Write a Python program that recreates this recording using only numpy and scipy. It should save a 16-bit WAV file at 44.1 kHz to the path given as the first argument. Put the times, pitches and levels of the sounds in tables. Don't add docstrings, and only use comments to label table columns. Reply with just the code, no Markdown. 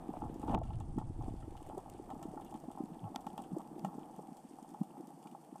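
import sys
import numpy as np
from scipy import signal
from scipy.fft import rfft, irfft, next_fast_len
from scipy.io import wavfile
from scipy.ndimage import uniform_filter1d

SR = 44100
rng = np.random.default_rng(int(sys.argv[2]) if len(sys.argv) > 2 else 0)


def output_pcm(signal):
    pcm = np.clip(np.atleast_2d(signal).T, -1, 1) * 32767
    wavfile.write(sys.argv[1], SR, np.round(pcm).astype(np.int16))


def volts_from_decibels(level):
    exponent = np.asarray(level, float) / 20
    return 10 ** exponent


N = 246959
SPLIT_HZ, TOP_HZ, EDGE_HZ = 4200, 11500, 15280


def evened(x):
    return x / np.sqrt(np.mean(x ** 2) + 1e-20)


def curve(rows):
    return np.interp(np.arange(N) / SR, *np.transpose(rows))


def add(mix, s, sound):
    part = mix[max(round(s * SR), 0):][:len(sound)]
    part += sound[:len(part)]


def burst(ms, rise, fall):
    t = np.arange(-2 * ms, 6 * ms, 1000 / SR) / ms
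    shape = np.where(t < 0, np.exp(-(t / rise) ** 2), 1 / np.cosh(t / fall))
    return t * ms / 1000, shape


def lingering(x, rings):
    after = 0
    for hz, width, db in rings:
        after = after + volts_from_decibels(db) * signal.lfilter(*signal.iirpeak(hz, hz / max(width, 5), SR), x)
    return x + after


def above(x, hz, soft):
    size = next_fast_len(len(x) + SR // 4)
    step = np.tanh((np.fft.rfftfreq(size, 1 / SR) - hz) / soft)
    return irfft(rfft(x, size) * (1 + step) / 2, size)[:len(x)]


def colour(x, points, size=8192):
    f, db = np.transpose(points)
    hz = abs(np.fft.fftfreq(size, 1 / SR))
    gain_db = np.interp(np.log(hz + 1), np.log(f + 1), db)
    log_gain = np.log(volts_from_decibels(np.maximum(gain_db, -100)))
    taps = np.fft.ifft(np.exp(np.conj(signal.hilbert(log_gain)))).real[:size // 2]
    led_in = np.concatenate([x[-len(taps):], x])
    return signal.oaconvolve(led_in, taps / np.linalg.norm(taps))[len(taps):][:len(x)]


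def scrambled(x):
    z = signal.stft(x, nperseg=128)[2]
    z = z * np.exp(2j * np.pi * rng.random(z.shape[::-1]).T)
    return signal.istft(z, nperseg=128)[1][:N]


def thuds(stones):
    # (pitch [Hz], width [Hz], level [dB])
    bed_ring = [(198, 98, -11.5), (308.5, 30, -6.5)]
    small, deep = np.zeros((2, N))
    for (s, db, hz, ms), (a, b) in zip(stones, rng.random((len(stones), 2))):
        t, shape = burst(ms, rise=0.45, fall=0.26)
        turns = hz * t * (1 - 1.4 * t)
        cycles = np.sin(2 * np.pi * (turns + a)) + 0.27 * np.sin(2 * np.pi * (1.48 * turns + b))
        add(deep if hz < 140 else small, s + t[0], volts_from_decibels(db - 2.5) * shape * cycles)
    return above(lingering(small, bed_ring), 133.5, soft=14) + above(deep, 75, soft=18)


def falling_stones():
    # (peak time [s], peak level [dB], pitch [Hz], length [ms])
    heavy = [(0.094, -30, 270, 8.7), (0.3, -32, 253, 3.5), (0.49, -30, 236, 2.8), (0.503, -28, 189, 10.6),
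             (0.549, -29.5, 176, 13), (0.551, -33, 352, 10), (0.555, -25.5, 131, 21.5),
             (0.568, -27, 184, 3.4), (0.965, -30.5, 223, 8.7), (0.98, -22.5, 207, 5),
             (1.204, -35.5, 109.6, 45), (1.283, -29, 280, 4.9), (1.309, -31, 217, 3.6),
             (1.341, -29, 224, 3.3), (1.779, -34.5, 386, 13.6), (2.257, -33.5, 290, 7.3),
             (2.289, -38.5, 174, 12.5), (2.551, -32.5, 270, 6.2), (2.687, -34.5, 248, 11),
             (2.807, -25, 298, 5.3), (2.84, -30.5, 233, 7.6), (3.056, -39, 109.4, 53),
             (3.165, -37, 244, 7.9), (3.52, -31, 220, 4.5), (3.537, -28, 172, 11), (3.571, -29, 333, 10.6),
             (3.847, -28, 172, 10), (3.867, -39.5, 186, 36), (4.816, -24.5, 193, 12), (5.006, -40, 315, 13)]
    # (peak time [s], peak level [dB], pitch [Hz])
    pebbles = [(0.176, -39, 284), (0.44, -33, 292), (0.707, -39, 142), (1.481, -36.5, 308),
               (1.621, -43.5, 307), (1.95, -42, 360), (2.001, -36, 355), (2.138, -36, 260),
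               (2.167, -42, 256), (2.369, -38, 270), (2.422, -43, 343), (2.922, -39, 165), (2.97, -42, 260),
               (3.042, -36.5, 162), (3.27, -35.5, 243), (3.337, -42.5, 248), (3.395, -40, 235),
               (3.598, -41.5, 224), (3.783, -39.5, 354), (3.83, -42, 236), (3.955, -38, 260),
               (3.984, -37.5, 290), (4.026, -42, 245), (4.188, -40, 198), (4.194, -38.5, 430),
               (4.324, -39.5, 241), (4.455, -44, 235), (4.628, -42.5, 250), (4.981, -43, 266),
               (5.325, -43, 252), (5.529, -42.5, 257)]
    # (peak time [s], peak level [dB], pitch [Hz])
    nudges = [(0.255, -44, 255), (0.36, -43, 295), (0.4, -37, 298), (0.47, -44, 199), (0.524, -40, 265),
              (0.585, -47, 297), (0.617, -52, 276), (0.657, -40.5, 195), (0.843, -46, 215),
              (0.902, -44, 240), (0.94, -42, 260), (0.996, -49, 202), (1.016, -42, 308), (1.04, -42, 201),
              (1.107, -39.5, 252), (1.194, -36.5, 293), (1.237, -41.5, 344), (1.252, -45, 240),
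              (1.324, -44, 272), (1.375, -52, 308), (1.435, -42.0, 258), (1.524, -43.5, 352),
              (1.691, -40.5, 350), (1.708, -48, 356), (1.751, -43, 302), (1.88, -58, 286),
              (1.919, -44.5, 343), (2.08, -43, 366), (2.203, -47, 333), (2.219, -62, 279),
              (2.339, -38.5, 386), (2.463, -46, 280), (2.565, -54, 256), (2.654, -46, 292),
              (2.779, -46, 272), (2.857, -45, 258), (2.903, -41.5, 287), (3.104, -47, 277),
              (3.119, -42.5, 293), (3.194, -49, 267), (3.225, -48, 242), (3.413, -44, 259),
              (3.465, -44.5, 304), (3.717, -39, 295), (3.766, -40.5, 328), (3.884, -42, 188),
              (3.937, -44.5, 296), (4.066, -45.5, 288), (4.108, -47, 296), (4.291, -44, 240),
              (4.513, -44, 273), (4.54, -43.5, 274), (4.7, -47, 266), (4.72, -46, 273), (4.838, -50, 189),
              (4.992, -48, 297), (5.04, -41, 243), (5.082, -42, 309), (5.176, -47, 314), (5.261, -43, 254)]
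    stones = heavy + [(s, db, hz, 1000 * 2.54 / hz) for s, db, hz in pebbles]
    stones += [(s, db - 0.45, hz, 1000 * 2.58 / hz) for s, db, hz in nudges]
    return thuds(stones)


def shoved_stones():
    # (peak time [s], peak level [dB], pitch [Hz])
    shoves = [(0.491, -34, 144), (0.5235, -54, 111), (0.5966, -46, 130), (0.6994, -34, 96),
              (0.7336, -51, 96), (0.8235, -39, 84), (0.9014, -45, 108), (0.984, -35, 126),
              (1.047, -38.5, 117), (1.102, -39, 128), (1.289, -38, 93)]
    # (peak time [s], peak level [dB], pitch [Hz])
    slides = [
        (0.248, -46, 261),
        (0.3624, -40.5, 300),
        (0.486, -35, 297),
    ]
    return thuds([(s, db + 3.5, hz, 1000 * 1.9 / hz) for s, db, hz in shoves + slides])


def knocks():
    # (peak time [s], peak level [dB], pitch [Hz], length [ms])
    strong = [(0.139, -32.5, 670, 3), (0.169, -31, 754, 3.1), (0.22, -32.5, 844, 5.5),
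              (0.239, -39, 840, 7.9), (0.432, -37, 823, 9.1), (0.481, -35, 903, 8.8),
              (0.497, -31.5, 774, 5.5), (0.533, -38, 676, 9.3), (0.542, -26.5, 820, 5.4),
              (0.55, -26, 876, 7), (0.578, -23.5, 815, 3.6), (0.617, -31.5, 670, 6.8),
              (0.984, -36.5, 838, 7.9), (1.015, -39.5, 816, 7.4), (1.699, -34, 710, 1.8),
              (1.712, -46, 824, 29), (1.779, -36.5, 720, 5.7), (2.104, -41, 800, 4.2),
              (2.112, -37.5, 798, 8.4), (2.375, -40.5, 855, 9), (2.775, -37, 860, 3.2),
              (2.79, -44.5, 781, 33), (3.058, -44.5, 839, 26), (3.161, -28.5, 838, 2.6),
              (3.27, -31, 823, 5.2), (3.38, -35, 835, 4.3), (3.391, -40.5, 810, 9.3),
              (3.564, -38, 633, 6.9), (3.611, -41, 810, 3.5), (3.849, -29, 802, 6.9)]
    # (peak time [s], peak level [dB])
    taps = [(0.263, -42), (0.466, -46), (0.521, -47), (0.706, -41), (0.808, -40.5), (1.211, -42),
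            (1.283, -45.5), (1.606, -46.5), (2.122, -42), (2.228, -43.5), (2.399, -40), (2.526, -43),
            (2.542, -42), (2.705, -44), (2.752, -45.5), (3.043, -42.5), (3.078, -42), (3.146, -39.5),
            (3.866, -45), (3.942, -47), (3.987, -46), (4.19, -43.5), (4.647, -48), (4.746, -41),
            (4.97, -47.5), (5.257, -44.5), (5.35, -40.5), (5.557, -42.5)]
    # (peak time [s], peak level [dB], pitch [Hz])
    patters = [(0.153, -41, 715), (0.252, -43, 794), (0.271, -45, 839), (0.442, -44, 850),
               (0.511, -36, 765), (0.567, -36, 736), (0.653, -46.5, 790), (0.719, -50, 840),
               (1.0, -45, 856), (1.025, -47.5, 900), (1.222, -44, 765), (1.236, -46.0, 806),
               (1.263, -44, 760), (1.291, -42, 654), (1.554, -46.5, 815), (1.671, -48, 776),
               (1.722, -43, 854), (1.751, -49, 840), (1.79, -42, 810), (1.798, -48, 786),
               (1.862, -46.5, 800), (1.879, -48.5, 770), (1.95, -48, 744), (1.991, -49, 834),
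               (2.093, -44.5, 917), (2.154, -45.5, 810), (2.165, -49, 786), (2.265, -46, 770),
               (2.346, -42, 775), (2.418, -46.0, 790), (2.557, -43, 830), (2.639, -43, 680),
               (2.687, -44, 775), (2.716, -43, 760), (2.799, -46, 830), (2.812, -51, 790),
               (3.192, -44, 780), (3.302, -45.5, 800), (3.34, -44, 760), (3.401, -39.5, 800),
               (3.597, -41, 811), (3.604, -39, 830), (3.618, -53, 805), (3.784, -45, 750),
               (3.887, -44, 840), (3.899, -46, 796), (3.919, -47, 830), (3.93, -45, 790),
               (4.016, -48.0, 775), (4.052, -49, 800), (4.142, -47.5, 806), (4.201, -49, 770),
               (4.233, -46.0, 807), (4.587, -46, 810), (4.754, -52, 820), (4.816, -43.5, 760),
               (4.834, -44, 780), (4.904, -47.5, 850), (5.267, -47.5, 860), (5.276, -57, 860)]
    # (pitch [Hz], width [Hz], level [dB])
    housing_ring = [(760, 30, -10.5), (872, 31, -7.5)]
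    tap_hz, tap_ms, patter_ms = 815, 7.8, 6.3
    blows = strong + [(s, db, tap_hz, tap_ms) for s, db in taps]
    blows += [(s, db - 0.3, hz, patter_ms) for s, db, hz in patters]
    ratios, sizes = (1.008, 0.797, 1.326, 1.586), (1.28, 0.39, 0.33, 0.15)
    out = np.zeros(N)
    for (s, db, hz, ms), phases in zip(blows, rng.random((len(blows), 4))):
        t, shape = burst(ms, rise=0.24, fall=0.51)
        modes = sum(g * np.sin(2 * np.pi * (r * hz * t + a)) for r, g, a in zip(ratios, sizes, phases))
        add(out, s + t[0], volts_from_decibels(db - 4.5) * shape * modes)
    return lingering(out, housing_ring)


def ticks():
    # (time [s], bright part [dB], dull part [dB], chip pitch [Hz])
    sharp = [(0.342, -50, -86, 6060), (0.416, -51, -75, 8700), (0.477, -70, -64, 5390),
             (0.4937, -62, -67, 5040), (0.5092, -54, -66, 7610), (0.5372, -63, -77, 5300),
             (0.5458, -48, -46.5, 5500), (0.575, -51, -47, 4700), (0.633, -55, -71, 6260),
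             (0.7034, -66, -86, 8440), (0.7315, -73, -67.5, 8590), (0.801, -48.5, -73, 8200),
             (0.9844, -46.5, -66, 8200), (1.5672, -56, -68, 6700), (2.102, -52, -66, 8500),
             (2.2273, -43, -64, 8200), (2.4098, -53, -74, 9100), (2.4474, -48.5, -81, 12600),
             (2.5405, -52, -65, 8800), (2.464, -68, -78, 8600), (3.266, -47, -67, 6240),
             (3.3772, -41.5, -60.5, 9300), (3.438, -52, -74, 8450), (3.5845, -48, -90, 8660),
             (3.847, -42.5, -75, 8840), (3.8488, -49, -66, 6140), (3.993, -56, -84, 4560),
             (5.2712, -54, -80, 8000)]
    # (time [s], bright part [dB])
    chips = [(0.396, -50.5), (1.627, -53), (1.67, -53), (1.69, -52), (1.7794, -47), (2.51, -51),
             (2.714, -47), (3.2067, -50), (3.42, -46.5), (4.1624, -52), (4.3688, -47), (4.6268, -52),
             (4.69, -52), (4.739, -54), (4.831, -48.5), (5.071, -48.5), (5.227, -53.5), (5.3128, -50.5)]
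    # (time [s], bright part [dB], dull part [dB], chip pitch [Hz])
    snaps = [
        (0.588, -32, -59, 9800),
        (1.8984, -38.5, -64.5, 7740),
        (3.1591, -34.5, -51, 5900),
        (3.7936, -41.5, -63, 4600),
        (4.031, -66, -67, 5000),
        (2.6, -50, -78, 8100),
        (3.159, -56, -68, 4600),
    ]
    # (frequency [Hz], level [dB per Hz])
    crack_colour = [(900, -77), (1500, -29), (2080, -14), (2400, -10.5), (3350, -6.5), (4030, -22.5),
                    (6000, -19.5), (7900, -18), (11000, -24.5), (12400, -9.5), (15600, -21)]
    # (pitch [Hz], level [dB], 60 dB decay [s])
    wall_modes = [(1338, 6.5, 0.082), (1785, 2, 0.061), (2290, -8.5, 0.037), (2800, -2, 0.1),
                  (3450, -33, 0.055)]
    cracks = [(*row, 0) for row in sharp]
    cracks += [(s, db, db - 35, 8900, 0) for s, db in chips]
    cracks += [(*row, -26) for row in snaps]
    dull, bright, wall, jolt = np.zeros((4, N))
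    t = np.arange(2000) / SR
    draws = rng.standard_normal((len(cracks), 2, 2000))
    for (s, bright_db, dull_db, hz, ring_db), (z, w) in zip(cracks, draws):
        z = np.sign(z) * (0.51 + 1.15 * abs(z))
        z[0] = 6.5
        chip = 0.3 * z + 1.9 * np.cos(2 * np.pi * hz * t) * uniform_filter1d(w, size=12)
        add(dull, s + 0.00086, volts_from_decibels(dull_db - 60 * t / 0.013) * z)
        add(jolt, s + 0.000806, volts_from_decibels(ring_db + 0.58 * dull_db - 60 * t / 0.0077) * z)
        add(wall, s + 0.00066, volts_from_decibels(ring_db + 0.43 * dull_db - 3 - 60 * t / 0.11) * w)
        tail_db = ring_db - 13.5 - 0.27 * (bright_db + 45.5)
        fading = volts_from_decibels(-60 * t / 0.0067) + volts_from_decibels(tail_db - 60 * t / 0.14)
        add(bright, s + 0.0008, volts_from_decibels(bright_db) * chip * fading)
    modes = sum(volts_from_decibels(db - 60 * t / t60) * np.sin(2 * np.pi * hz * t) for hz, db, t60 in wall_modes)
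    ringing = volts_from_decibels(-50) * signal.oaconvolve(jolt, modes)[:N]
    dull, bright = colour(dull, crack_colour), colour(bright, crack_colour)
    wall = signal.lfilter(*signal.iirpeak(3200, 5.5, SR), wall)
    dulling = bed(level_db=-12, share=0, pile_db=0, muffle_db=-6, drift_db=0) - 1
    bright = bright + dulling * above(bright, TOP_HZ, soft=1000)
    dull = volts_from_decibels(6) * (dull - above(dull, SPLIT_HZ, soft=4600))
    return ringing + dull + volts_from_decibels(-22) * wall + above(bright, SPLIT_HZ, soft=820)


def clanks():
    # (time [s], upper modes [dB], lower modes [dB])
    wall_blows = [(0.4778, -62, -56), (0.4938, -60, -53), (0.538, -63, -63), (0.5458, -56.5, -41.5),
                  (0.553, -61, -51), (0.633, -64, -66), (3.1604, -60, -51.5), (3.266, -57.5, -54),
                  (3.8469, -55, -46), (5.228, -69, -85), (5.2713, -60.5, -80), (5.313, -71, -85),
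                  (0.984, -69, -53), (1.425, -82, -58), (2.374, -82, -57), (2.782, -82, -62)]
    # (pitch [Hz], level [dB])
    lower = [(1330, 0.5), (1850, -8.5)]
    # (pitch [Hz], level [dB])
    upper = [(2420, 4.5), (2900, 6), (3400, 0.5), (4600, -4.5)]
    lower_t60, upper_t60 = 0.057, 0.018
    out, t = np.zeros(N), np.arange(2000) / SR
    spots = rng.standard_normal((len(wall_blows), len(lower + upper)))
    for (s, high_db, low_db), spot in zip(wall_blows, spots):
        modes = [(hz, db + low_db, lower_t60) for hz, db in lower]
        modes += [(hz, db + high_db, upper_t60) for hz, db in upper]
        ring = 0
        for (hz, db, t60), spot_db in zip(modes, spot):
            ring = ring + volts_from_decibels(db + spot_db - 60 * t / t60) * np.sin(2 * np.pi * hz * t)
        add(out, s, ring * np.minimum(t / 0.0015, 1))
    return out


def grit():
    # (peak time [s], peak level [dB], pitch [Hz])
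    flicks = [(0.117, -67, 3014), (0.1346, -62, 2559), (0.166, -61.5, 2400), (0.345, -61, 3023),
              (0.43, -63, 2506), (0.5313, -59, 2656), (0.705, -59, 2790), (0.8095, -64, 3381),
              (0.9995, -68, 2768), (1.431, -63, 2957), (1.5771, -65.5, 3020), (1.6287, -65, 2894),
              (1.7032, -64, 3136), (1.9902, -66.0, 2890), (2.4827, -65, 2874), (2.512, -64.0, 2924),
              (2.718, -61, 2815), (2.994, -61, 3200), (3.0415, -62, 2746), (3.0537, -64, 3190),
              (3.1605, -43, 2550), (3.16, -41.5, 3330), (3.16, -46, 4530), (3.1598, -48, 5600),
              (4.909, -63, 2750), (0.7488, -67, 3107), (3.303, -63, 3063), (3.3804, -52, 3120),
              (3.4384, -62, 3140), (3.7937, -66, 3070), (4.1566, -64, 3010)]
    out = np.zeros(N)
    t, shape = burst(ms=1.84, rise=0.15, fall=0.43)
    for (s, db, hz), (a, b) in zip(flicks, rng.random((len(flicks), 2))):
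        clash = 0.61 * np.sin(2 * np.pi * (1.06 * hz * t + b))
        add(out, s + t[0], volts_from_decibels(db + 0.5) * shape * (np.sin(2 * np.pi * (hz * t + a)) + clash))
    return out


def rattle(per_s, spread_db, t60, smooth):
    sizes = volts_from_decibels(spread_db * np.minimum(rng.exponential(1, N), 2.5))
    hits = sizes * (rng.random(N) < per_s / SR)
    tail = volts_from_decibels(-120 * np.arange(3000) / SR / t60)
    power = signal.oaconvolve(hits ** 2, tail)[:N]
    power = abs(power) / power.mean() * (1 - min(smooth, 1)) + min(smooth, 1)
    return np.sqrt(power) * rng.standard_normal(N)


def bed(level_db, share, pile_db, muffle_db, drift_db):
    # (time [s], level [dB])
    stir = [(0, 4.5), (0.45, 2.5), (0.66, 0), (0.9, 1.5), (1.2, -2), (1.5, -2), (1.8, 1.5), (2, -1.5),
            (2.2, 2.5), (2.6, 0.5), (2.8, 0), (3, 1), (3.3, 1.5), (3.6, 1), (3.9, 2.5), (4.5, -3),
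            (4.9, -0.5), (5.6, -2.5)]
    t = np.arange(N) / SR
    pile = np.exp(-((t - 0.535) / 0.054) ** 2)
    since = t - 0.97
    muffle = np.exp(-abs(since / np.where(since < 0, 0.32, 0.2)) ** 4.6)
    return volts_from_decibels(level_db + share * curve(stir) + pile_db * pile + muffle_db * muffle + drift_db * t)


def gravel():
    # (frequency [Hz], level [dB per Hz])
    roll_colour = [(55, -56.5), (100, -35.5), (150, -5), (290, -7), (345, -3.5), (390, -17), (460, -15.5),
                   (620, -36.5), (1100, -100)]
    # (frequency [Hz], level [dB per Hz])
    ring_colour = [(345, -36.5), (450, -8), (588, -9), (745, -0.5), (842, 0.5), (973, -9.5), (1330, -19),
                   (1490, -30), (1800, -29), (2340, -52), (3960, -120)]
    roll = evened(colour(rattle(per_s=150, spread_db=5.5, t60=0.019, smooth=0.4), roll_colour))
    ring = evened(colour(rattle(per_s=290, spread_db=7, t60=0.12, smooth=0.52), ring_colour))
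    roll = bed(level_db=-57, share=1.6, pile_db=15, muffle_db=0, drift_db=0.09) * roll
    return roll + bed(level_db=-58.5, share=0.96, pile_db=17, muffle_db=-3.5, drift_db=-0.06) * ring


def sand():
    # (frequency [Hz], level [dB per Hz])
    hiss_colour = [(900, -32.5), (1500, -9.5), (2100, -13.5), (2900, -12.5), (3450, -13), (4030, -19),
                   (4500, -10), (7000, -9.5), (8500, -2.5), (10000, -8), (11300, -12.5), (12100, -12),
                   (15200, -21.5)]
    shared = rattle(per_s=70, spread_db=5.5, t60=0.01, smooth=0.75)
    own = [rattle(per_s=73, spread_db=8, t60=0.085, smooth=0.17) for _ in range(3)]
    dull, bright, top = (colour(shared + 0.64 * grains, hiss_colour) for grains in own)
    dull = dull - above(dull, SPLIT_HZ, soft=310)
    bright = above(bright, SPLIT_HZ, soft=130) - above(bright, TOP_HZ, soft=980)
    top = above(top, TOP_HZ, soft=1100) - above(top, EDGE_HZ, soft=55)
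    hiss = bed(level_db=-76.5, share=-0.14, pile_db=4, muffle_db=-4, drift_db=-0.99) * evened(dull)
    hiss += bed(level_db=-76, share=-0.15, pile_db=6, muffle_db=-2.5, drift_db=-0.02) * evened(bright)
    hiss += bed(level_db=-88, share=0.6, pile_db=7, muffle_db=-13, drift_db=0.83) * evened(top)
    return volts_from_decibels(1.24) * hiss


def surge():
    # (time [s], level [dB])
    strength = [(0, -58.5), (0.12, -59), (0.27, -45.5), (0.38, -54), (0.53, -39.5), (0.75, -41.5),
                (1.05, -47), (1.3, -42), (1.42, -48.5), (1.75, -57.5), (2.3, -60.5), (2.9, -69), (3.2, -68),
                (3.6, -71.5), (4.4, -79), (5.6, -91)]
    # (frequency [Hz], level [dB per Hz])
    rumble_colour = [(7.1, -23), (12, 6), (27, 5.5), (65, 1), (107, 3), (151, 1), (200, -22), (260, -14.5),
                     (440, -120)]
    return volts_from_decibels(curve(strength)) * evened(colour(rng.standard_normal(N), rumble_colour, size=32768))


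def scene():
    cracks = ticks()
    mono = falling_stones() + shoved_stones() + knocks() + cracks + clanks() + grit()
    mono = mono + gravel() + sand() + surge()
    side = volts_from_decibels(-20) * scrambled(cracks)
    return np.array([mono + side, mono - side])


def ducked(dry):
    since = np.arange(N) / SR - 0.553
    dip = volts_from_decibels(-21.5 * np.exp(-abs(since / 0.063) ** 2.5) * np.clip(since / 0.0023, 0, 1))
    return np.array([port + (dip - 1) * above(port, 970, soft=740) for port in dry])


def narrowed(x):
    shut_s, lowest_s, open_s = 0.6, 0.95, 1.45
    shut_hz, rise_hz, ragged_hz = 14000, 900, 900
    hz, t, z = signal.stft(x, SR, nperseg=512)
    strips = rng.standard_normal((len(t), len(hz))).T
    strips = uniform_filter1d(strips, size=2, axis=0)
    strips = evened(uniform_filter1d(strips, size=10, axis=1))
    climb = np.maximum(t - lowest_s, 0) / (open_s - lowest_s)
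    edge = shut_hz + rise_hz * climb + ragged_hz * strips
    shut = (t > shut_s) * (t < open_s) * (1 + np.tanh((hz[:, None] - edge) / 200)) / 2
    return signal.istft(z * volts_from_decibels(-13 * shut), SR, nperseg=512)[1][:, :N]


def top_cut(x):
    return signal.sosfilt(signal.butter(12, 15710, fs=SR, output="sos"), x)


def record(dry):
    dry = narrowed(ducked(dry))
    side = above(scrambled(dry.mean(0)), TOP_HZ, soft=130)
    side = volts_from_decibels(-0.7) * (side - above(side, EDGE_HZ, soft=40))
    return top_cut(dry + np.array([side, -side]))


dry = scene()
out = record(dry)
output_pcm(out)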